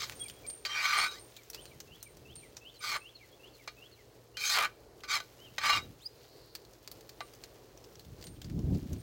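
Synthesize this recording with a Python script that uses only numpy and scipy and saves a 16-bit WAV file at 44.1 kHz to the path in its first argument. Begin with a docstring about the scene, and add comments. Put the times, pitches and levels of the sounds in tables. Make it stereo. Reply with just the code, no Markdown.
"""On a lawn, a metal spoon scrapes and knocks on a cast-iron griddle, turning wet food.
Scrapes are stick-slip noise driving modes of spoon and iron; knocks are impacts on the same modes.
The food pops and sizzles in random clicks, small metal pieces tinkle as beating sines, and a bird
repeats a whistled phrase of gliding tones. Filtered noise makes the air and the wind;
near the end a gust rumbles on the microphone."""
import sys
import numpy as np
from scipy import signal
from scipy.io import wavfile
from scipy.ndimage import uniform_filter1d

SR = 44100
rng = np.random.default_rng(int(sys.argv[2]) if len(sys.argv) > 2 else 0)


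def dump(signal):
    """Clip the signal to [-1, 1] and save it as 16-bit WAV at the path in sys.argv[1]."""
    limited = np.clip(np.atleast_2d(signal).T, -1, 1)
    pcm = np.round(limited * 32767).astype(np.int16)
    wavfile.write(sys.argv[1], SR, pcm)


N = 397782
TIME = np.arange(N) / SR

# All levels in the tables are relative; sounds are pairs of channels.

# Strokes of the spoon: start_s, full_pressure_after_s, length_s, level_db, swell_db, edge_brightness_db,
# dulling_db (as it digs in), plate_weight_db, wet_fizz_db, crunch_db
SPOON_STROKES = [(0.0, 0.023, 0.039, -36, -19, 9, 7.5, -35, -13, -19),
                 (0.048, 0.072, 0.081, -59.5, -4, 5, 5, 2, 4, -16),
                 (0.664, 0.31, 0.4, -27.5, 12.5, -8, -1.5, -14.5, -18.5, -12),
                 (0.799, 0.049, 0.06, -39, -1, -1.5, 6, -16, -9, -27),
                 (1.07, 0.016, 0.12, -55, -7, 3, -3, -8, -8, 0),
                 (2.799, 0.17, 0.16, -34, 10, 1.5, 11, -5, -8, -3.5),
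                 (4.367, 0.21, .29, -27.5, 21.5, 5.5, 20, -14, -2, -2),
                 (5.074, 0.1, 0.094, -29.5, 4.5, -1, 2.5, -19, -13.5, -8.5),
                 (5.599, 0.084, .18, -28, -1, -9.5, -3, -13, -21.5, -16)]
BITE_S, SAG_DB_PER_S, LIFT_DB_PER_S = 0.046, 39, 628  # the edge bites, the hand eases, the spoon lifts
PLATE_RISE_DB, GRIT_DB = 14, 3  # growth of the low modes over a stroke; spread of slip sizes
DIG_S, DIG_LEAD_S = 0.023, 0.022  # the edge digs in over this time, just before full pressure


def scrapes():
    """Stick-slip friction: grainy slips drive the modes, louder and duller as the edge digs in."""
    slips = clicks(N, per_s=2400, spread_db=GRIT_DB)
    slips /= np.sqrt(abs(uniform_filter1d(slips[0] ** 2, size=900)) + 1e-9)
    grain = slips + gain_of(-7) * rng.standard_normal((2, N))
    drive = grain * gain_of(2 * drift(N, rate=110))
    spoon = spoon_modes(colour(drive, lambda hz: read(SLIP_CLICK, hz)))
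    iron = colour(drive, lambda hz: iron_db(hz, ring_db=3))
    rasp = sliding(spread(iron + gain_of(2) * spoon, GRIDDLE_WIDTH))
    # Filtering forwards and backwards keeps the phase, so differences of low-passes give bands.
    below = [band(band(rasp, hz, "low")[:, ::-1], hz, "low")[:, ::-1] for hz in (900, 3300, 8600)]
    bands = np.diff([0 * rasp, *below, rasp], axis=0)
    plate, body, edge, fizz = (part / part.mean(0).std() for part in bands)

    out = np.zeros((2, N))
    for start, push, length, db, swell, bright, dulling, weight, wet, crunch_db in SPOON_STROKES:
        on = (TIME >= start) & (TIME < start + length + .1)
        t = TIME[on] - start
        dig = .5 + .5 * np.tanh((t - push + DIG_LEAD_S) / (2 * DIG_S))
        pressure_db = db - swell * np.maximum(1 - t / push, 0)
        pressure_db -= SAG_DB_PER_S * np.maximum(t - push, 0)
        pressure_db -= LIFT_DB_PER_S * np.maximum(t - length, 0)
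        treble = gain_of(bright - dulling * dig) * edge[:, on]
        treble += gain_of(wet - dulling * dig) * fizz[:, on]
        bass = gain_of(weight - 1 - PLATE_RISE_DB * (1 - dig)) * plate[:, on]
        stroke = bass + body[:, on] + treble + gain_of(crunch_db) * crunch(t - push, dig)
        out[:, on] += np.minimum(t / BITE_S, 1) * gain_of(pressure_db) * stroke
    return gain_of(-2.0) * out


def spoon_modes(x, low_hz=3700, high_hz=8200, width_hz=35, count=24):
    """Modal excitation: as the contact travels along the edge, each mode swells and fades on its own."""
    out = np.zeros_like(x)
    for hz in np.geomspace(low_hz, high_hz, count) * rng.uniform(.985, 1.015, count):
        feed = np.exp(.8 * np.clip(drift(N, rate=22), -2, 1.5))
        mode = band(x * feed, [hz - width_hz / 2, hz + width_hz / 2], "bandpass", order=2)
        out += mode * rng.choice([-1, 1])
    return out * x.std() / out.std()


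def sliding(x, delay_s=0.00092, travel=0.21, share=0.41):
    """Comb interference: a wave returns along a path that changes as the contact slides."""
    at = (TIME - delay_s * (1 + travel * drift(N, rate=9))) * SR
    return x + share * x[:, np.clip(np.round(at).astype(int), 0, N - 1)]


CRUNCH_S, CRUNCH_WIDTH_HZ = 0.039, 1040
CRUNCH_FROM_HZ, CRUNCH_TO_HZ = 3400, 700


def crunch(t, dig):
    """Swept resonance: coarse slips around t = 0 ring a broad mode that falls as the edge digs in."""
    hz = CRUNCH_FROM_HZ * (CRUNCH_TO_HZ / CRUNCH_FROM_HZ) ** dig
    turn = np.exp(2j * np.pi * np.cumsum(hz) / SR)
    r = np.exp(-np.pi * CRUNCH_WIDTH_HZ / SR)
    slips = clicks(len(t), per_s=1500, spread_db=3.5)
    # A one-pole filter in the rotating frame is a resonator of moving pitch.
    ring = (turn * signal.lfilter([1 - r], [1, -r], slips / turn)).real
    ring = band(ring, [520, 4200], "bandpass", order=3)
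    return evened(spread(ring, GRIDDLE_WIDTH)) * np.exp(-(t / CRUNCH_S) ** 2)


# Ringing modes of griddle and spoon: pitch_hz, width_hz, level_db
IRON_MODES = [(675, 30, -10), (850, 110, -10), (1175, 22, 5), (1215, 32, 2), (1320, 57, -7), (1420, 60, -7),
              (1497, 21, 5.5), (1545, 45, -4), (1670, 100, -9), (1890, 55, -4), (2035, 40, -2),
              (2180, 50, -2), (2260, 50, .5), (2330, 40, -3), (2410, 34, 1), (2810, 14, -4), (3135, 36, -2),
              (3330, 40, -8), (3520, 30, -9), (3775, 18, -5), (3835, 20, -3), (3970, 20, -6),
              (4078, 20, -3), (4145, 38, -1), (4366, 18, 0), (4600, 80, -7), (4720, 60, -8), (4900, 30, -7),
              (5150, 90, -7), (5380, 30, -10), (6270, 230, -12), (7330, 120, -16)]
# Spectrum of the bare click of one slip: frequency_hz, level_db
SLIP_CLICK = [(150, -59), (400, -27), (620, -7.5), (1000, -25), (2400, -17.5), (3500, -14.5), (5000, -18),
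              (7000, -22), (9500, -32), (12000, -31), (15500, -30)]


def iron_db(hz, ring_db=0):
    """Modal superposition: the powers of the bare click and of the resonance curves add up."""
    ring = sum(gain_of(db + ring_db) ** 2 / (1 + (2 * (hz - f) / width) ** 2)
               for f, width, db in IRON_MODES)
    return 10 * np.log10(gain_of(read(SLIP_CLICK, hz)) ** 2 + ring)


# Runs of catching and juddering: start_s, length_s, peak_db, crack_centre_hz
EDGE_CATCHES = [(0.0975, .002, -21, 2000), (0.0205, .004, -21, 2800), (0.9387, .012, -21, 2200),
                (0.9937, .008, -20, 2200), (2.9675, .004, -23, 1400), (4.5241, .019, -16, 4500),
                (4.556, .022, -15, 3200), (4.5868, .006, -13, 2000), (4.6017, .01, -17, 2000),
                (4.623, .014, -15, 1800), (4.6415, .014, -19, 1700), (5.1447, .012, -18, 2500),
                (5.6579, .009, -18, 1900), (5.7014, .008, -17.5, 2100), (5.763, .002, -21, 3000)]
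JUDDER_HZ = 233.2  # slips per second, about, while the edge catches


def catches(jitter=.2, uneven_db=2, sharpness=1.2, ring_db=-11):
    """Relaxation oscillation: the edge catches and lets go in a quick run of dry, sharp slips."""
    out, n = np.zeros((2, N)), SR // 8
    for s, length, db, centre_hz in EDGE_CATCHES:
        gaps, sizes, sides = rng.standard_normal((3, 12))
        at = np.append(0, np.cumsum(np.exp(jitter * gaps[1:]))) / JUDDER_HZ
        size = gain_of(uneven_db * sizes) * (at <= length)
        slips = np.zeros((2, n))
        slips[:, np.minimum(at * SR, n - 1).astype(int)] = size, size * np.sign(sides)

        def crack_db(hz):
            """Resonance around the crack's centre, cut below 600 Hz, with some iron ringing."""
            detuning = (hz + 1) / centre_hz - centre_hz / (hz + 1)
            crack = 1 / (1 + (sharpness * detuning) ** 2) / (1 + (600 / (hz + 1)) ** 8)
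            return 10 * np.log10(crack + gain_of(ring_db + iron_db(hz)) ** 2)

        sound = spread(colour(slips, crack_db), GRIDDLE_WIDTH)
        add(out, s, gain_of(db) * sound / abs(sound.mean(0)).max())
    return out


# The sliding spoon sings or hisses in one resonance: middle_s, length_s, pitch_hz, width_hz, level_db
SPOON_SQUEALS = [(0.664, 0.026, 4630, 100, -34), (.73, .16, 3140, 44, -42), (.75, 0.2, 5700, 60, -49),
                 (.79, 0.12, 4600, 65, -46), (.8, .2, 2320, 170, -37), (.93, 0.12, 4150, 60, -40),
                 (1.03, 0.11, 4380, 260, -37), (1.09, .22, 3832, 19, -46), (4.44, .16, 2390, 150, -38),
                 (4.475, .12, 3140, 60, -41), (4.479, 0.11, 6350, 520, -35), (4.548, 0.1, 4400, 1000, -33),
                 (5.738, 0.09, 2812, 30, -31), (5.737, 0.089, 3910, 68, -39), (5.805, 0.11, 3832, 11, -47),
                 (5.747, 0.14, 5200, 120, -43)]


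def squeals():
    """Friction-fed resonance: narrow-band noise at one mode of the spoon swells and fades."""
    out = np.zeros((2, N))
    for s, length, hz, width, db in SPOON_SQUEALS:
        n = round(length * SR)
        noise = rng.standard_normal((2, SR))
        # Only the end is kept, once the filter has settled.
        tone = band(noise, [hz - width / 2, hz + width / 2], "bandpass", order=2)[:, -n:]
        add(out, s - length / 2, gain_of(db) * evened(tone) * signal.windows.hann(n))
    return spread(out, GRIDDLE_WIDTH)


# The spoon lands on the iron: start_s, level_db, brightness_db, chatter_s
SPOON_KNOCKS = [(0.651, -23, 11, 0.016), (3.676, -29.5, -2, 0.0093), (4.37, -28, 19, 0.01),
                (5.036, -34.5, 0, 0.012), (5.202, -30, 3, 0.0056), (5.582, -21, -3.5, 0.007),
                (7.206, -28.5, -20, 0.0066)]


def knocks(chatter_db=-9, ring_db=1, tilt=0.3, neutral_db=-3):
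    """Impact excitation: the spoon lands, chatters for some milliseconds, and the iron rings."""
    out, t = np.zeros((2, N)), np.arange(SR // 5) / SR
    for s, db, bright_db, chatter in SPOON_KNOCKS:
        blow = gain_of(chatter_db) * rng.standard_normal((2, len(t))) * np.exp(-t / chatter)
        blow[:, 0] += 1
        slope_db = tilt * (bright_db - neutral_db)  # per octave, for two octaves above 1200 Hz

        def blow_db(hz):
            """The iron's response with the treble tilted."""
            return iron_db(hz, ring_db) + slope_db * np.clip(np.log2((hz + 1) / 1200), 0, 2)

        ring = spread(colour(blow, blow_db), GRIDDLE_WIDTH)
        add(out, s, gain_of(db) * ring / ring[:, :SR // 200].std())
    return gain_of(-7.5) * out


# The spoon squeaks on the greasy plate: start_s, length_s, from_hz, to_hz, level_db, bend (no unit)
SPOON_SQUEAKS = [(1.08, 0.053, 1147, 1605, -52, 0.025), (1.13, 0.059, 1504, 2120, -53, 0.057),
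                 (5.998, .08, 2460, 5120, -53, 0.54)]


def squeaks(mode_hz=4920, width_hz=350, boost_db=16):
    """Locked stick-slip: slips in step rise in pitch and flare on crossing a resonance of the spoon."""
    out = np.zeros((2, N))
    for s, *squeak in SPOON_SQUEAKS:
        tone = whistle(*squeak, crest=0.83, fade_db=13, waver=.02, overtone_db=-8, count=3)
        add(out, s, tone)

    def flare_db(hz):
        """A flat-topped boost around the mode."""
        return 10 * np.log10(1 + gain_of(boost_db) ** 2 / (1 + (2 * (hz - mode_hz) / width_hz) ** 4))

    return colour(out, flare_db, size=1024)


# Small metal pieces touch: start_s, level_db
METAL_TOUCHES = [(0.153, -49), (0.198, -34), (0.468, -32.5), (0.971, -34.5), (1.195, -47.5), (1.611, -49.5),
                 (2.03, -50.5), (2.355, -43), (2.791, -51), (2.968, -53), (7.217, -57), (8.246, -51),
                 (8.985, -56.5)]
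# Their close modes: pitch_hz, level_db, t60_s
METAL_MODES = [(8699, -5, .33), (8753, -2, .34), (8792, -3, .34), (8834, -4, .3), (8857, -5, .3)]


def tinkles(uneven_db=-4.0):
    """Beating: nearly equal small metal pieces ring together as decaying sines of close pitch."""
    out, t = np.zeros((2, N)), np.arange(SR // 2) / SR
    for s, db in METAL_TOUCHES:
        ring = np.zeros((2, len(t)))
        for hz, level, t60 in METAL_MODES:
            decay = gain_of(level + uneven_db * rng.standard_normal() - 60 * t / t60)
            ring += decay * np.sin(2 * np.pi * (hz * t + rng.random((2, 1))))
        onset = 1 - np.exp(-t / 0.00044)
        add(out, s, gain_of(db) * ring / ring[:, :SR // 50].std() * onset)
    return gain_of(-6.5) * spread(out, GRIDDLE_WIDTH)


# Wet food parts and pops: start_s, level_db, pocket_hz, treble_snap_db, t60_s
FOOD_POPS = [(0.1214, -34.5, 2190, -58, 0.055), (0.284, -35.5, 4670, -48, 0.045),
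             (0.2986, -32.5, 3240, -48, 0.042), (0.465, -38.5, 4530, -55, 0.045),
             (0.5, -34.5, 4670, -52, 0.039), (1.366, -36.5, 3850, -52, 0.065),
             (1.501, -34, 5800, -41.5, 0.045), (1.533, -36.5, 4280, -55, 0.066),
             (1.5466, -29.5, 4790, -43.5, 0.043), (1.6556, -38, 4370, -60, 0.045),
             (1.8032, -32.5, 6230, -49.5, 0.05), (2.0282, -35.5, 6200, -43, 0.056),
             (2.17, -47.5, 5880, -57, 0.04), (2.5681, -32, 5800, -52, 0.064),
             (6.552, -29.5, 4570, -44, 0.051), (6.8761, -32, 4550, -47, 0.037),
             (6.9153, -36.5, 4470, -43, 0.052), (7.009, -44.5, 4520, -57, 0.04),
             (7.0932, -36.5, 4500, -49, 0.042), (7.3357, -43.5, 4860, -56, 0.045),
             (7.438, -33, 4200, -66, 0.045), (7.842, -42, 5350, -62, 0.045),
             (7.955, -41.5, 5720, -63, 0.038), (7.9954, -40.5, 4270, -55, 0.068),
             (8.2132, -42, 4570, -66, 0.045), (8.2258, -37.5, 4580, -57, 0.036),
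             (8.2407, -38, 3240, -51, 0.045), (8.269, -37, 4190, -54, 0.064),
             (8.4173, -35, 3440, -53, 0.058), (8.4452, -38.5, 4720, -65, 0.051),
             (8.4991, -43, 1870, -67, 0.052), (8.7475, -43, 4610, -70, 0.039),
             (8.9314, -38.5, 6130, -50.5, 0.042)]
# Spectrum of a pop: frequency_hz, level_db
POP_SPECTRUM = [(300, -3), (1200, 3), (2500, 4.5), (4800, 6.5), (7000, 7), (9000, -4), (15500, -4.5)]
# Fainter pops come by chance.
SMALL_POPS_PER_S, SMALL_POP_DB, SMALL_POP_TREBLE_DB, SMALL_POP_T60_S = 2.5, -45.5, -62, 0.036


def pops(after_db=-17, body_db=-11, cavity_db=11, cavity_width_hz=1000):
    """Cavity resonance: a wet film snaps, smaller clicks follow, and each pocket rings at its pitch."""
    out, t = np.zeros((2, N)), np.arange(SR // 8) / SR
    small = [(s, SMALL_POP_DB + 2 * rng.standard_normal(), rng.uniform(2600, 7000),
              SMALL_POP_TREBLE_DB, SMALL_POP_T60_S)
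             for s in TIME[rng.random(N) < SMALL_POPS_PER_S / SR]]
    for s, db, cavity_hz, treble_db, t60 in [*FOOD_POPS, *small]:
        after = evened(clicks(len(t), per_s=3800, spread_db=2.5))
        burst = gain_of(after_db - 60 * t / t60) * after
        burst[:, 0] = 1, rng.choice([-1, 1])  # the snap itself

        def pocket_db(hz):
            """The pop's spectrum with the pocket's resonance."""
            return read(POP_SPECTRUM, hz) + cavity_db / (1 + (2 * (hz - cavity_hz) / cavity_width_hz) ** 2)

        body = colour(burst, pocket_db, size=1024)
        snap = band(burst, 10000, "high")
        for part, level in (body, db + body_db), (snap, treble_db):
            add(out, s, gain_of(level) * spread(part, GRIDDLE_WIDTH) / part[0, :SR // 200].std())
    return out


# Level of the faint frying: time_s, level_db
SIZZLE_LEVEL = [(0, -52), (0.55, -63), (1.5, -60), (2.2, -65.5), (4.1, -64.5), (4.3, -70.5), (4.95, -69.5),
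                (5.3, -61), (6.7, -66), (7.25, -62.5), (7.7, -65), (9, -61.5)]
# Spectrum of the frying: frequency_hz, level_db
SIZZLE_SPECTRUM = [(500, -0.5), (1500, -0.5), (3300, 0.5), (4400, 0), (6500, -1.5), (9000, -8.5),
                   (14000, -5.5), (16000, 1)]


def sizzle(bubble_db=3.0):
    """Random superposition: tiny bubbles of different sizes burst under the food in uneven clumps."""
    octaves = [band(clicks(N, per_s=500, spread_db=bubble_db), [hz, 2 * hz], "bandpass", order=2)
               for hz in 1000 * 2 ** np.arange(4)]
    bubbles = evened(sum(octaves)) * gain_of(2.8 * drift(N, rate=25))
    hiss = bubbles + rng.standard_normal((2, N))
    hiss = colour(hiss, lambda hz: read(SIZZLE_SPECTRUM, hz), size=1024)
    level = gain_of(3 + np.interp(TIME, *np.transpose(SIZZLE_LEVEL)))
    return level * evened(spread(hiss, GRIDDLE_WIDTH))


STEAM_S, STEAM_LENGTH_S = 5.94, 0.9
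STEAM_HZ, STEAM_WIDTH_HZ, STEAM_DB = 4440, 950, -65.5


def steam():
    """Band-limited noise: a soft, narrow hiss from the turned food swells and fades."""
    out, n = np.zeros((2, N)), round(STEAM_LENGTH_S * SR)
    edges = [STEAM_HZ - STEAM_WIDTH_HZ / 2, STEAM_HZ + STEAM_WIDTH_HZ / 2]
    hiss = band(rng.standard_normal((2, N)), edges, "bandpass", order=2)
    add(out, STEAM_S, gain_of(STEAM_DB) * evened(hiss)[:, :n] * signal.windows.hann(n))
    return spread(out, GRIDDLE_WIDTH)


# Slurs of the phrase, before stretching: offset_s, length_s, from_hz, to_hz, level_db,
# bend (no unit; below 0 the glide comes late)
SLURS = [(0, .065, 2620, 2770, -2, 0), (.04, .06, 2730, 3600, 5, -.4), (.142, .038, 4550, 3850, -2, 0),
         (.195, .055, 2520, 1900, -2.5, 0)]
# Each phrase: start_s, level_db, time_stretch (ratio)
BIRD_PHRASES = [(1.536, -53.5, 0.87), (1.87, -53, 0.93), (2.246, -51.5, 0.89), (2.61, -49.5, 0.93),
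                (3.002, -50, 1), (3.391, -52, 0.98), (3.767, -53.5, 1.04)]
# Single notes: start_s, length_s, from_hz, to_hz, level_db, bend (no unit)
BIRD_NOTES = [(0.198, 0.047, 3330, 3300, -41, .5), (0.237, 0.046, 2610, 2160, -49, 0.42),
              (0.434, 0.04, 2445, 2130, -48.5, -0.44), (1.346, 0.08, 2750, 2020, -56, .2),
              (3.308, .052, 3110, 3550, -59, 0.33), (4.34, 0.077, 2720, 3460, -50, -0.025),
              (5.387, 0.077, 2790, 3200, -49.5, 0.94), (5.441, 0.051, 3240, 2570, -49, -0.16)]


def birds(direct_db=-7, near_db=-6, far_db=-11.5):
    """Multipath: slurred phrases and single notes arrive from some way off; echoes flutter the glides."""
    out = np.zeros((2, N))
    for start, db, stretch in BIRD_PHRASES:
        for s, length, from_hz, to_hz, level, bend in SLURS:
            sharp, push_db = 1 + .015 * rng.standard_normal(), 1.5 * rng.standard_normal()
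            slur = whistle(stretch * length, sharp * from_hz, sharp * to_hz, db + level + push_db,
                           bend, crest=0.3, fade_db=10, waver=0.014)
            add(out, start + stretch * s, slur)
    for s, *note in BIRD_NOTES:
        add(out, s, whistle(*note, crest=0.42, fade_db=11, waver=0.0032))
    echoes = gain_of(near_db) * yard(out, t60=0.034) + gain_of(far_db) * yard(out, t60=0.86)
    return gain_of(direct_db) * out + echoes


# Spectrum of the outdoor murmur: frequency_hz, level_db
AIR_SPECTRUM = [(15, -39), (25, -22), (48, 6.5), (87, -2), (114, 3), (195, -7), (416, 5.5), (936, -8),
                (1190, -11), (2550, -21), (2840, -20), (3620, -27), (4140, -14), (6050, -20),
                (16000, -27.5)]
# Side against mid for the murmur: frequency_hz, level_db
AIR_STEREO = [(40, -28), (120, -49), (300, -10), (600, -4), (2000, 7.5), (12000, -4.5)]
AIR_DB, HUM_HZ, HUM_DB = -58.5, 118, -68.5


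def air(treble_db=-6):
    """Diffuse field: shaped noise is the distant murmur; a frequency-modulated sine is the faint hum."""
    noise = colour(rng.standard_normal((2, N)),
                   lambda hz: read(AIR_SPECTRUM, hz) + treble_db * hz / (hz + 2000))
    murmur = evened(spread(noise, AIR_STEREO)) * gain_of(2.4 * drift(N, rate=8.9))
    turns = np.cumsum(HUM_HZ + 1.765 * drift(N, rate=6)) / SR
    hum = np.sin(2 * np.pi * (turns + np.array([[0], [.15]])))
    hum = evened(hum * gain_of(2 * drift(N, rate=3.0)))
    return gain_of(AIR_DB) * murmur + gain_of(HUM_DB) * hum


# Strength of the long gust: time_s, level_db
GUST_LEVEL = [(7.9, -69), (8.1, -54), (8.36, -50), (8.41, -56), (8.46, -42.5), (8.525, -38.5),
              (8.572, -26.5), (8.595, -35), (8.642, -32), (8.66, -37.5), (8.69, -32), (8.795, -33.5),
              (8.812, -53), (8.834, -38), (8.88, -41), (8.945, -33.5), (9.02, -53)]
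# Spectrum of the wind: frequency_hz, level_db
WIND_SPECTRUM = [(20, -23), (48, -3), (80, 1), (125, 2), (220, -6.5), (320, -8.5), (500, -26), (700, -30),
                 (950, -40.5), (2500, -66)]
# Separate puffs on the microphone: crest_s, level_db, rise_s, fall_s
WIND_PUFFS = [(.17, -57, 0.35, 0.19), (1.82, -61.5, 0.18, 0.45), (2.35, -58, 0.38, 0.17),
              (5.89, -47, 0.2, 0.048)]
PUFF_DEPTH_DB, BREEZE_DB = 10.5, -81  # change over a rise or fall; the breeze before the gust


def wind(lump_db=5, left_db=-2.5, right_db=0.35, gust_db=0.25):
    """Turbulence: eddies buffet each microphone port on its own in a breeze, puffs and one long gust."""
    eddies = evened(colour(rng.standard_normal((2, N)), lambda hz: read(WIND_SPECTRUM, hz)))
    buffets = np.clip([drift(N, rate=34), drift(N, rate=37)], -1.5, 1.5)
    lumps = evened(gain_of(lump_db * buffets))
    puffs = [db - PUFF_DEPTH_DB * np.maximum((s - TIME) / rise, (TIME - s) / fall)
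             for s, db, rise, fall in WIND_PUFFS]
    gust = gust_db + np.interp(TIME, *np.transpose(GUST_LEVEL), left=BREEZE_DB)
    strength = gain_of(np.max([gust, *puffs], axis=0) + 4.0)  # the strongest prevails
    return eddies * lumps * strength * gain_of([[left_db], [right_db]])


def yard(x, t60, size=20):
    """Sparse reflection: decaying random echoes come from the ground, fences and trees."""
    t = np.arange(SR // 2) / SR
    struck = (rng.random((2, len(t))) < 1 / size) * (t > .003)
    taps = rng.standard_normal((2, len(t))) * struck * gain_of(-60 * t / t60)
    taps /= np.linalg.norm(taps, axis=1, keepdims=True)
    return signal.oaconvolve(x, taps, axes=1)[:, :N]


def whistle(length, from_hz, to_hz, db, bend, crest, fade_db, waver, overtone_db=0, count=1, flutter_db=3):
    """Frequency modulation: an unsteady tone glides along a bow, swelling to its crest and fading."""
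    u = np.arange(0, length, 1 / SR) / length  # share of the length; crest is one too
    hz = from_hz + (to_hz - from_hz) * (u + bend * u * (1 - u))
    turns = np.cumsum(hz * (1 + waver * drift(len(u), rate=480))) / SR
    tone = sum(gain_of(overtone_db * np.sqrt(k)) * np.sin(2 * np.pi * (k + 1) * turns)
               for k in range(count))
    tone = evened(tone * gain_of(flutter_db * drift(len(u), rate=76.0)))
    swell = gain_of(db - fade_db * np.interp(u, [0, crest, 1], [1, 0, 1]))
    return swell * tone * signal.windows.tukey(len(u), .1)


def clicks(n, per_s, spread_db):
    """Poisson-like process: random clicks of uneven size, as mid and side."""
    size = gain_of(spread_db * np.minimum(rng.exponential(1, n), 4)) * (rng.random(n) < per_s / SR)
    return size * rng.choice([-1., 1.], (2, n))


def drift(n, rate):
    """Random modulation: straight lines join normal random values, rate of them per second."""
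    knots = np.arange(n) * rate / SR
    return np.interp(knots, np.arange(n), rng.standard_normal(n))


# Side against mid for sounds from the griddle: frequency_hz, level_db
GRIDDLE_WIDTH = [(300, -20), (1200, -13), (2400, -4.5), (4400, -3), (8000, -2), (14000, 2.5)]


def spread(pair, width):
    """Mid-side stereo: the second signal, coloured by the width, is added left and subtracted right."""
    side = colour(pair[1:], lambda hz: read(width, hz), size=1024)[0]
    return np.array([pair[0] + side, pair[0] - side])


def colour(x, db_at, size=8192):
    """Minimum-phase filtering: a causal filter whose gain in dB is a function of frequency."""
    log_gain = np.log(gain_of(np.maximum(db_at(abs(np.fft.fftfreq(size, 1 / SR))), -100)))
    taps = np.fft.ifft(np.exp(np.conj(signal.hilbert(log_gain)))).real[:size // 2]
    return signal.oaconvolve(x, taps[None], axes=1)[:, :x.shape[1]]


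def band(x, hz, kind, order=4):
    """Butterworth filtering: a maximally flat passband."""
    return signal.sosfilt(signal.butter(order, hz, kind, fs=SR, output="sos"), x)


def read(points, hz):
    """Logarithmic frequency scale: a spectrum's value between its points."""
    f, value = np.transpose(points)
    return np.interp(np.log(hz + 1), np.log(f + 1), value)


def gain_of(db):
    """Level definition: decibels to amplitude."""
    return 10 ** (np.asarray(db) / 20)


def evened(x):
    """Power normalisation: scales to rms 1."""
    return x / np.sqrt(np.mean(x ** 2) + 1e-20)


def add(mix, s, sound):
    """Linear superposition: mixes a sound in at time s."""
    part = mix[..., max(round(s * SR), 0):][..., :sound.shape[-1]]
    part += sound[..., :part.shape[-1]]


def scene():
    """Superposition of sources: the griddle close by, with birds, air and wind around it."""
    metal = scrapes() + catches() + squeals() + knocks() + squeaks() + tinkles()
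    food = sizzle() + steam() + pops()
    near = (metal + food) * gain_of([[-.5], [.5]])
    return near + gain_of(-19.5) * yard(near, t60=0.31) + birds() + air() + wind()


EDGE_HZ = 16300


def record(dry):
    """Band limitation: a linear-phase low-pass is the recorder's upper limit."""
    taps = signal.firwin(255, EDGE_HZ, window=("kaiser", 9), fs=SR)
    return signal.oaconvolve(dry, taps[None], "same")


dry = scene()
out = record(dry)
dump(out)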